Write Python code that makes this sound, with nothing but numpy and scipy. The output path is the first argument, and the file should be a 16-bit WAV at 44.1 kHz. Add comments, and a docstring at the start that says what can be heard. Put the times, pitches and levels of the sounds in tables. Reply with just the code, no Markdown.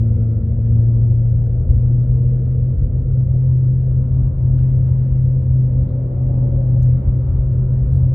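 """A steady hum inside a car on an open steel grid deck: the tyres strike cross bars, so pitch follows speed.
Joints in the deck break the hum and thump; low noise booms in the cabin and tyre roar comes dulled.
Door seals hiss, trim ticks and rustles, and a small dash motor comes in as a steady whine.
Late on, oncoming traffic swells past as roar and rough tones. Harmonic sines make the hum and filtered
noise nearly all the rest."""
import sys
import numpy as np
from scipy import signal
from scipy.fft import rfft, irfft, next_fast_len
from scipy.io import wavfile

SR = 44100
rng = np.random.default_rng(int(sys.argv[2]) if len(sys.argv) > 2 else 0)


def unload_audio(sound):
    """Save the sound as a 16-bit wav file, at the path given as the first command line argument."""
    columns = np.transpose(np.atleast_2d(sound))
    # keep every value between -1 and 1, then stretch to whole-number steps
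    steps = np.round(np.clip(columns, -1, 1) * 32767)
    wavfile.write(sys.argv[1], SR, steps.astype(np.int16))


N = 358974


def amp(db):
    """Decibel law: 20 dB is a tenfold amplitude."""
    return 10 ** (np.asarray(db) / 20)


def rms_one(x):
    """Normalisation of mean power: scale to rms 1."""
    return x / np.sqrt(np.mean(x ** 2) + 1e-20)


def in_time(rows):
    """Linear interpolation: each column of a curve table, one value a sample."""
    s, *columns = np.transpose(rows)
    return [np.interp(np.arange(N) / SR, s, c) for c in columns]


def over_log_hz(points, hz, **outside):
    """Interpolation on a log-frequency axis, as pitch is heard."""
    point_hz, values = np.transpose(points)
    return np.interp(np.log(hz), np.log(point_hz), values, **outside)


def drift(rate):
    """Low-passed noise: a random wander of rms 1, its double pole at rate Hz."""
    step = 40   # samples between drawn values
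    r = np.exp(-2 * np.pi * rate * step / SR)
    white = rng.standard_normal(N // step + 2002)
    slow = signal.lfilter([1], [1, -2 * r, r * r], white)[2000:]   # drop the run-in
    return np.interp(np.arange(N) / step, np.arange(len(slow)), rms_one(slow))


def resonate(x, hz, width):
    """Two-pole resonance, gain 1 on top; width in Hz."""
    r = np.exp(-np.pi * width / SR)
    feedback = [1, -2 * r * np.cos(2 * np.pi * hz / SR), r * r]
    return signal.lfilter([(1 - r * r) / 2, 0, (r * r - 1) / 2], feedback, x)


def spread(gain):
    """Partial coherence: stereo noise of a given gain per frequency, summed from mid and side; rms 1."""
    # Left-right coherence. Each row: frequency in Hz, likeness from 0 to 1.
    likeness = [(60, .995), (125, .99), (200, .98), (290, .88), (400, .8), (560, .4), (750, .3), (1300, .1),
                (2400, .2), (4400, .12), (6000, .2), (8100, .85), (15000, .82)]
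    # Stereo balance. Each row: frequency in Hz, left minus right in dB.
    balance = [(60, 1), (125, 1.1), (250, .4), (500, .2), (1000, -.7), (2000, .8), (8000, .5)]
    size = next_fast_len(N)
    hz = np.maximum(np.arange(size // 2 + 1) * SR / size, 1)
    alike = np.clip(over_log_hz(likeness, hz), 0, 1)
    lean_db = over_log_hz(balance, hz) / 2 * [[1], [-1]]
    mid, side = rfft(rng.standard_normal((2, size)))
    both = np.sqrt(1 + alike) * mid + np.sqrt(1 - alike) * side * [[1], [-1]]
    return rms_one(irfft(both * gain(hz) * amp(lean_db), size)[:, :N])


def coloured(spectrum):
    """Spectral shaping: stereo noise with a drawn spectrum, silent outside it; rms 1."""
    return spread(lambda hz: amp(over_log_hz(spectrum, hz, left=-150, right=-150)))


def mode_noise(hz, width):
    """Modal response: stereo noise through one resonance, width in Hz at half its peak gain; rms 1."""
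    return spread(lambda f: 1 / (1 + ((f - hz) / (width / 2)) ** 2))


def patchy(x, edges_hz, patchy_db):
    """Band-wise modulation: each band surges on its own, slowly and in flickers, and partly with the others."""
    size = next_fast_len(N)
    together, out, spectrum = drift(8.1), 0, rfft(x, size)
    hz = np.arange(spectrum.shape[1]) * SR / size
    for low, high in zip(edges_hz, edges_hz[1:]):
        part = irfft(spectrum * ((hz >= low) & (hz < high)), size)[:, :N]
        surge = .6 * together + .6 * drift(1.5) + .8 * drift(9)
        out = out + part * amp(patchy_db * surge)
    return out


def joints(column, half_s, late_s):
    """Transient disturbance: a bell-shaped change in dB at every joint, half_s wide on each side to 1/e."""
    # Joints between deck panels. Each row: time in seconds, hum lost in dB, low rumble gained in dB.
    panel_joints = np.array([(.19, 0.5, 0), (.43, 11.5, 1.5), (.7, 0, 5.5), (1.67, 15.5, 8), (2.06, 6, 7),
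                             (2.771, 16.5, 3.5), (2.89, 19, 3.5), (3.04, 5.5, 3), (3.27, 4.5, 6),
                             (4.07, 5.5, 2), (4.34, 16.5, 3), (5.11, 3, 3), (5.43, 6, 6), (5.701, 4, 4),
                             (5.88, 10.5, 1.5), (6.17, 4, 0.5), (6.509, 4.5, 4), (7.031, 9.5, 6.5),
                             (7.33, 4.5, 4), (7.46, 1.5, 2), (7.859, 9, 2)])
    t = np.arange(0, N + 64, 64) / SR
    bells = np.exp(-((t - panel_joints[:, :1] - late_s) / half_s) ** 2)
    return np.interp(np.arange(N) / SR, t, panel_joints[:, column] @ bells)


def grid_hum():
    """Periodic impacts give a harmonic tone at the bar rate; it swells, dips and wanders in phase."""
    # Speed over the deck. Each row: time in seconds, bars struck per second.
    speed = [(0.0, 113), (0.43, 112.7), (0.54, 113.7), (0.84, 115.2), (1.45, 119.4), (1.68, 120.4),
             (1.97, 122), (2.04, 124.4), (2.7, 125.8), (2.79, 128), (5.3, 129), (5.69, 127.7),
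             (6.89, 125.7), (6.96, 127.3), (7.82, 127.3), (7.93, 132), (8.09, 127), (8.14, 131.0)]
    # Hum level as the four tyres drift in and out of step. Each row: time in seconds, level in dB.
    hum_level = [(0, -15), (.33, -16.5), (.5, -19.5), (.8, -12.5), (1.1, -13.5), (1.55, -17.5),
                 (1.9, -13.5), (2.27, -13.5), (2.45, -17.5), (2.65, -16), (2.95, -17), (3.25, -16.5),
                 (3.48, -13), (3.9, -15), (4.3, -17), (4.6, -13.5), (5.0, -16), (5.6, -13), (5.8, -14.5),
                 (5.93, -21), (6.4, -15.5), (6.6, -16), (6.9, -11.5), (7.05, -19.5), (7.2, -17.5),
                 (7.4, -19.5), (7.75, -16), (8.14, -15)]
    # Octave, strong at first while it meets a floor pan mode. Each row: time in seconds, level in dB.
    octave_level = [(0, -31), (.09, -29.5), (.24, -31), (.34, -36), (.45, -28), (.52, -31), (.62, -37),
                    (.68, -35), (.75, -29.5), (.83, -36), (.93, -34.5), (1.08, -39), (1.2, -52), (1.5, -48),
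                    (1.75, -38), (2.3, -44), (2.65, -39.5), (3.4, -48), (3.9, -50), (4.1, -39),
                    (4.3, -51.5), (4.6, -37.5), (4.9, -50.5), (5.5, -44.5), (5.9, -38.5), (6.5, -39),
                    (7.3, -44.5), (8.14, -45.5)]
    # Higher harmonics. Each row: time in seconds, third harmonic in dB, fourth harmonic in dB.
    overtones = [(0, -50, -54), (.3, -46, -49), (.55, -52, -55), (1, -51.5, -53.5), (2, -53, -52),
                 (3, -52.5, -54), (4, -51, -54.5), (5, -53, -54.5), (5.5, -52, -53), (5.9, -52, -47),
                 (6.3, -52, -51), (7, -49.5, -55), (8.14, -50, -59)]
    # Where the hum seems to lie. Each row: time in seconds, left lead of the fundamental in radians,
    # left minus right in dB.
    hum_side = [(0, -.05, 1.1), (.75, .03, 1.2), (1.75, -.01, 1.6), (2.25, -.07, 1), (2.75, -.05, .7),
                (3.25, -.07, .5), (3.75, -.06, .9), (4.25, -.1, 1.5), (4.75, -.07, 1.5), (5.75, -.02, .7),
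                (6.25, -.06, .9), (6.75, -.01, 1.3), (7.25, -.09, .8), (8.14, -.02, .8)]
    rate, = in_time(speed)
    phase = 2 * np.pi * np.cumsum(rate) / SR + .14 * drift(6)
    lead, lean_db = in_time(hum_side)
    lag = np.array([[.5], [-.5]]) * lead   # the two sides hear it a little apart
    hum_db = in_time(hum_level)[0] - joints(column=1, half_s=.027, late_s=0)
    out = amp(hum_db + .57 * drift(22)) * np.sin(phase + lag)
    second = np.sin(2 * phase + .6 * drift(4) + 3 * lag)
    out += amp(in_time(octave_level)[0] + 1.2 * drift(11)) * second
    for k, db in zip((3, 4), in_time(overtones)):
        harmonic = np.sin(k * phase + 1.1 * drift(5) + k * lag)
        out += amp(db + 3 * drift(3)) * harmonic
    return np.sqrt(2) * out * amp(lean_db * [[.5], [-.5]])   # root 2: a sine of rms 1


def road():
    """Broadband rolling noise: rumble, roar and tread noise of the deck, lifted by thumps at the joints."""
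    # Spectra of rumble, roar and tread noise through the glass.
    # Each row: frequency in Hz, relative level per Hz in dB.
    rumble_spectrum = [(18, -39.5), (28, -19), (38, -4), (50, 2), (64, -1.5), (85, -2.5), (102, -9.5),
                       (127, -6), (145, -11.5), (170, -20), (230, -34.5), (400, -63)]
    roar_spectrum = [(110, -19.5), (160, 2), (215, -5), (260, -7.5), (310, -11), (390, -16), (460, -14),
                     (560, -13), (620, -18), (700, -22.5), (800, -35.5), (1000, -51)]
    tread_spectrum = [(600, -17.5), (800, -1), (1000, -4), (1380, -7), (1500, -10.5), (2300, -43.5)]
    # Road level. Each row: time in seconds, rumble in dB, roar in dB.
    deck_level = [(0, -22.5, -34.5), (1.0, -22.5, -34.5), (1.8, -20, -34.5), (2.3, -24, -35),
                  (3.0, -22, -35), (3.6, -24, -36.5), (4.4, -20, -35.5), (5.3, -24, -36), (6.3, -24, -34),
                  (6.6, -23, -32), (7.1, -20.5, -35.5), (8.14, -20.5, -34)]
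    # Tread noise level. Each row: time in seconds, level in dB.
    tread_level = [(0, -60.5), (1.0, -60.5), (2.4, -61), (3.6, -60), (4.4, -57.5), (5.0, -58), (5.4, -61),
                   (6.0, -62), (6.9, -60.5), (7.3, -55.5), (8.14, -56.5)]
    thump_top_hz, roar_share = 94.5, .2   # top of the lifted rumble; share of the thump's dB given to the roar
    rumble_db, roar_db = in_time(deck_level)
    rumble = amp(rumble_db) * coloured(rumble_spectrum)
    deep = signal.sosfiltfilt(signal.butter(4, thump_top_hz, fs=SR, output="sos"), rumble)
    thump_db = joints(column=2, half_s=.043, late_s=.056)   # the thump follows the gap in the hum
    rumble += deep * (amp(thump_db) - 1)
    roar = patchy(coloured(roar_spectrum), [0, 190, 300, 420, 600, 1100], patchy_db=1.1)
    roar_db = roar_db + roar_share * (thump_db - thump_db.mean())
    tread = patchy(coloured(tread_spectrum), [500, 1100, 1500, 2500], patchy_db=1.7)
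    return rumble + amp(roar_db) * roar + amp(in_time(tread_level)[0]) * tread


def cabin_modes():
    """Modal resonance: noise stands out in bands at the modes of the cabin, its glass and its trim."""
    # Panel and air modes, then faint resonances of glass and trim.
    # Each row: frequency in Hz, width in Hz, mid level in dB.
    cabin = [(51, 6.7, -37.5), (81.2, 13, -29), (91.2, 21, -26), (164, 39, -41.5), (207.4, 6, -43),
             (218, 24, -46), (340.5, 27, -49), (512, 44, -51), (1347, 90, -70.5)]
    glass = [(1741, 12, -78), (1830, 90, -78), (2030, 90, -81), (2310, 100, -85), (2725, 30, -88),
             (2860, 70, -87), (3256, 70, -92)]
    out = np.zeros((2, N))
    for hz, width, db in cabin + glass:
        out += amp(db + 1.2 * drift(2.5)) * mode_noise(hz, width)
    return out


def panel_buzz():
    """Single-mode panel resonance: a narrow band of noise, stronger in the first half."""
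    # Buzz level. Each row: time in seconds, level in dB.
    panel_level = [(0, -46.5), (1.0, -49), (2.2, -45), (4.4, -54.5), (6.4, -52), (8.14, -56)]
    return amp(in_time(panel_level)[0] + 1.2 * drift(3)) * mode_noise(hz=462, width=34)


def seal_hiss():
    """Turbulent air noise at the door seals: treble noise that follows the wind load and flickers by band."""
    # Hiss spectrum. Each row: frequency in Hz, relative level per Hz in dB.
    air_spectrum = [(1100, -20), (1500, -2), (2050, -2), (2400, -9), (3000, -12), (3900, -18), (4700, -23),
                    (5400, -32), (6500, -31.5), (8500, -27), (10400, -28), (11500, -38), (14000, -34),
                    (15600, -39)]
    # Wind load on glass and seals. Each row: time in seconds, change of level in dB.
    gust = [(0, 1), (.5, 1), (1.2, -.5), (2.4, -.5), (4.3, .5), (4.6, 3), (5.15, 2.5), (5.4, 0), (6.3, 0),
            (6.8, 4), (7.25, 4), (7.45, 1.5), (8.14, 1)]
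    edges_hz = [1000, 1800, 2600, 3800, 5500, 8000, 16000]
    return amp(-69.5 + in_time(gust)[0]) * patchy(coloured(air_spectrum), edges_hz, patchy_db=1.1)


def trim():
    """Impact excitation: a snap sets two broad plastic rings going, with a rattling tail and a treble sizzle."""
    # Ticks. Each row: start in seconds, peak of the rings in dB, low ring in Hz, high ring in Hz,
    # high ring gain against low in dB, rattle tail against snap in dB, sizzle in dB, sizzle centre in Hz.
    ticks = [(1.462, -53, 1600, 4300, -7, -10.5, -90, 9000), (1.696, -64, 3199, 3400, -6, -6.5, -84, 9000),
             (1.718, -70, 4600, 9000, -0.5, -12, -79, 9500), (1.727, -63, 2800, 4300, 0, -8, -81, 9000),
             (4.587, -46, 1600, 2600, -1, -13.5, -69, 9000), (4.589, -51, 2300, 3700, 1, -7, -78, 14500),
             (4.703, -54.5, 1900, 3200, -2, -5.5, -71, 9300), (5.18, -65, 3810, 4370, -1.5, -8, -86, 9000),
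             (5.418, -59, 1900, 3100, -0.5, 0, -84, 9000), (6.808, -74, 3000, 7000, 0, -10, -80.5, 11000),
             (6.827, -46.5, 4300, 6200, 5, -9, -63.5, 12000)]
    snap_s, tail_s, ring_width = .0028, .014, .35   # decay times; width of each stage as a share of pitch
    rise_s, sizzle_tail_s = .002, .008
    out, t = np.zeros((2, N)), np.arange(4000) / SR
    above = signal.butter(3, 7000, "high", fs=SR, output="sos")
    fizz = (1 - np.exp(-t / rise_s)) * np.exp(-t / sizzle_tail_s)

    def ring(x, hz):
        """Two equal resonances in cascade, scaled down as pitch rises."""
        once = resonate(x, hz, ring_width * hz)
        return resonate(once, hz, ring_width * hz) / np.sqrt(hz / 3000)

    for s, db, low_hz, high_hz, high_db, tail_db, sizzle_db, sizzle_hz in ticks:
        shared, left, right, fine = rng.standard_normal((4, len(t)))
        sides = np.array([left, right])
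        rattle = amp(tail_db) * sides * np.exp(-t / tail_s)
        snap = shared * np.exp(-t / snap_s) + rattle + 3 * (t == 0)   # the last term is the contact itself
        tick = ring(snap, low_hz) + amp(high_db) * ring(snap, high_hz)
        treble = resonate(fine + .5 * sides, sizzle_hz, .5 * sizzle_hz)
        sizzle = rms_one(signal.sosfilt(above, treble)) * fizz / fizz.max()
        at = round(s * SR)
        out[:, at:at + len(t)] += amp(db) * tick / np.abs(tick).max() + amp(sizzle_db) * sizzle
    return out


def rustles():
    """Band-limited noise under a Gaussian envelope: soft puffs of treble."""
    # Brief rustles. Each row: centre time in seconds, length in seconds (down by about 14 dB at its ends),
    # level in dB, centre in Hz, width of each of two filter stages in Hz.
    puffs = [(2.04, 0.055, -75.5, 3540, 1510), (5.893, 0.094, -72.5, 3630, 1000),
             (6.63, 0.084, -78.5, 6899, 7000), (7.949, 0.12, -69, 4120, 2180),
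             (7.953, 0.094, -66.5, 8610, 4480)]
    out, t = np.zeros((2, N)), np.arange(N) / SR
    noise = rng.standard_normal((2, N))
    for s, length, db, hz, width in puffs:
        swell = np.exp(-(2.5 * (t - s) / length) ** 2)
        out += amp(db) * rms_one(resonate(resonate(noise, hz, width), hz, width)) * swell
    return out


def dash_motor():
    """Pure tone of a small motor in the dash: a sine that fades in at fixed pitch, its sides out of phase."""
    t, whine_hz, from_s, rise_s = np.arange(N) / SR, 966.7, 3.95, .06
    fade_in = 1 / (1 + np.exp((from_s - t) / rise_s))
    tone = np.sin(2 * np.pi * whine_hz * t + np.array([[0], [2.2]]))
    return np.sqrt(2) * amp(-63.5 + drift(2)) * fade_in * tone


def traffic():
    """Doppler shift of a passing source: a swell of roar with rough tyre hums that drop in pitch."""
    # Oncoming traffic. Each row: time in seconds, relative level in dB, main tyre hum in Hz.
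    passing = [(5.2, -78, 590), (5.7, -54, 585), (5.95, -46.5, 575), (6.1, -48.5, 570), (6.2, -44.5, 565),
               (6.35, -41.5, 556), (6.5, -42, 550), (6.6, -44, 538), (6.68, -48, 538), (6.78, -44.5, 540),
               (6.95, -52, 531.5), (7.2, -54, 534), (7.8, -76, 526)]
    # Roar spectrum. Each row: frequency in Hz, relative level per Hz in dB.
    body_spectrum = [(200, -25.5), (280, -0.5), (400, -9.5), (570, 3), (700, -12), (850, -14), (1100, -18),
                     (1800, -36.5), (2600, -45.5), (4000, -80)]
    db, hz = in_time(passing)
    out, turn = coloured(body_spectrum), 2 * np.pi * np.cumsum(hz) / SR
    roughness = signal.butter(3, 16, fs=SR, output="sos")   # each hum spreads 16 Hz to either side
    for share, hum_db in [(1.5, -15), (1.27, -11), (1, 3), (.5, -4)]:   # multiple of the main hum, level
        band = signal.sosfilt(roughness, rng.standard_normal((2, 2, N)))
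        hum = band[0] * np.cos(share * turn) + band[1] * np.sin(share * turn)
        out += amp(hum_db) * rms_one(hum)
    near = (np.arange(N) > passing[0][0] * SR) & (np.arange(N) < passing[-1][0] * SR)
    return near * amp(db) * out


def scene():
    """Superposition of all sources in the cabin."""
    steady = grid_hum() + road() + cabin_modes() + panel_buzz() + seal_hiss()
    return steady + trim() + rustles() + dash_motor() + traffic()


def record(dry):
    """Amplitude modulation: the bass rides an electrical carrier as faint high sidebands; the top is cut."""
    carrier_hz, cutoff_hz = 11013.6, 15700
    bass = signal.sosfilt(signal.butter(2, [95, 200], "band", fs=SR, output="sos"), dry.mean(axis=0))
    riding = amp(-63.5) * np.cos(2 * np.pi * carrier_hz * np.arange(N) / SR) * bass
    return signal.sosfilt(signal.cheby2(16, 70, cutoff_hz, fs=SR, output="sos"), dry + riding)


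dry = scene()
out = record(dry)
unload_audio(out)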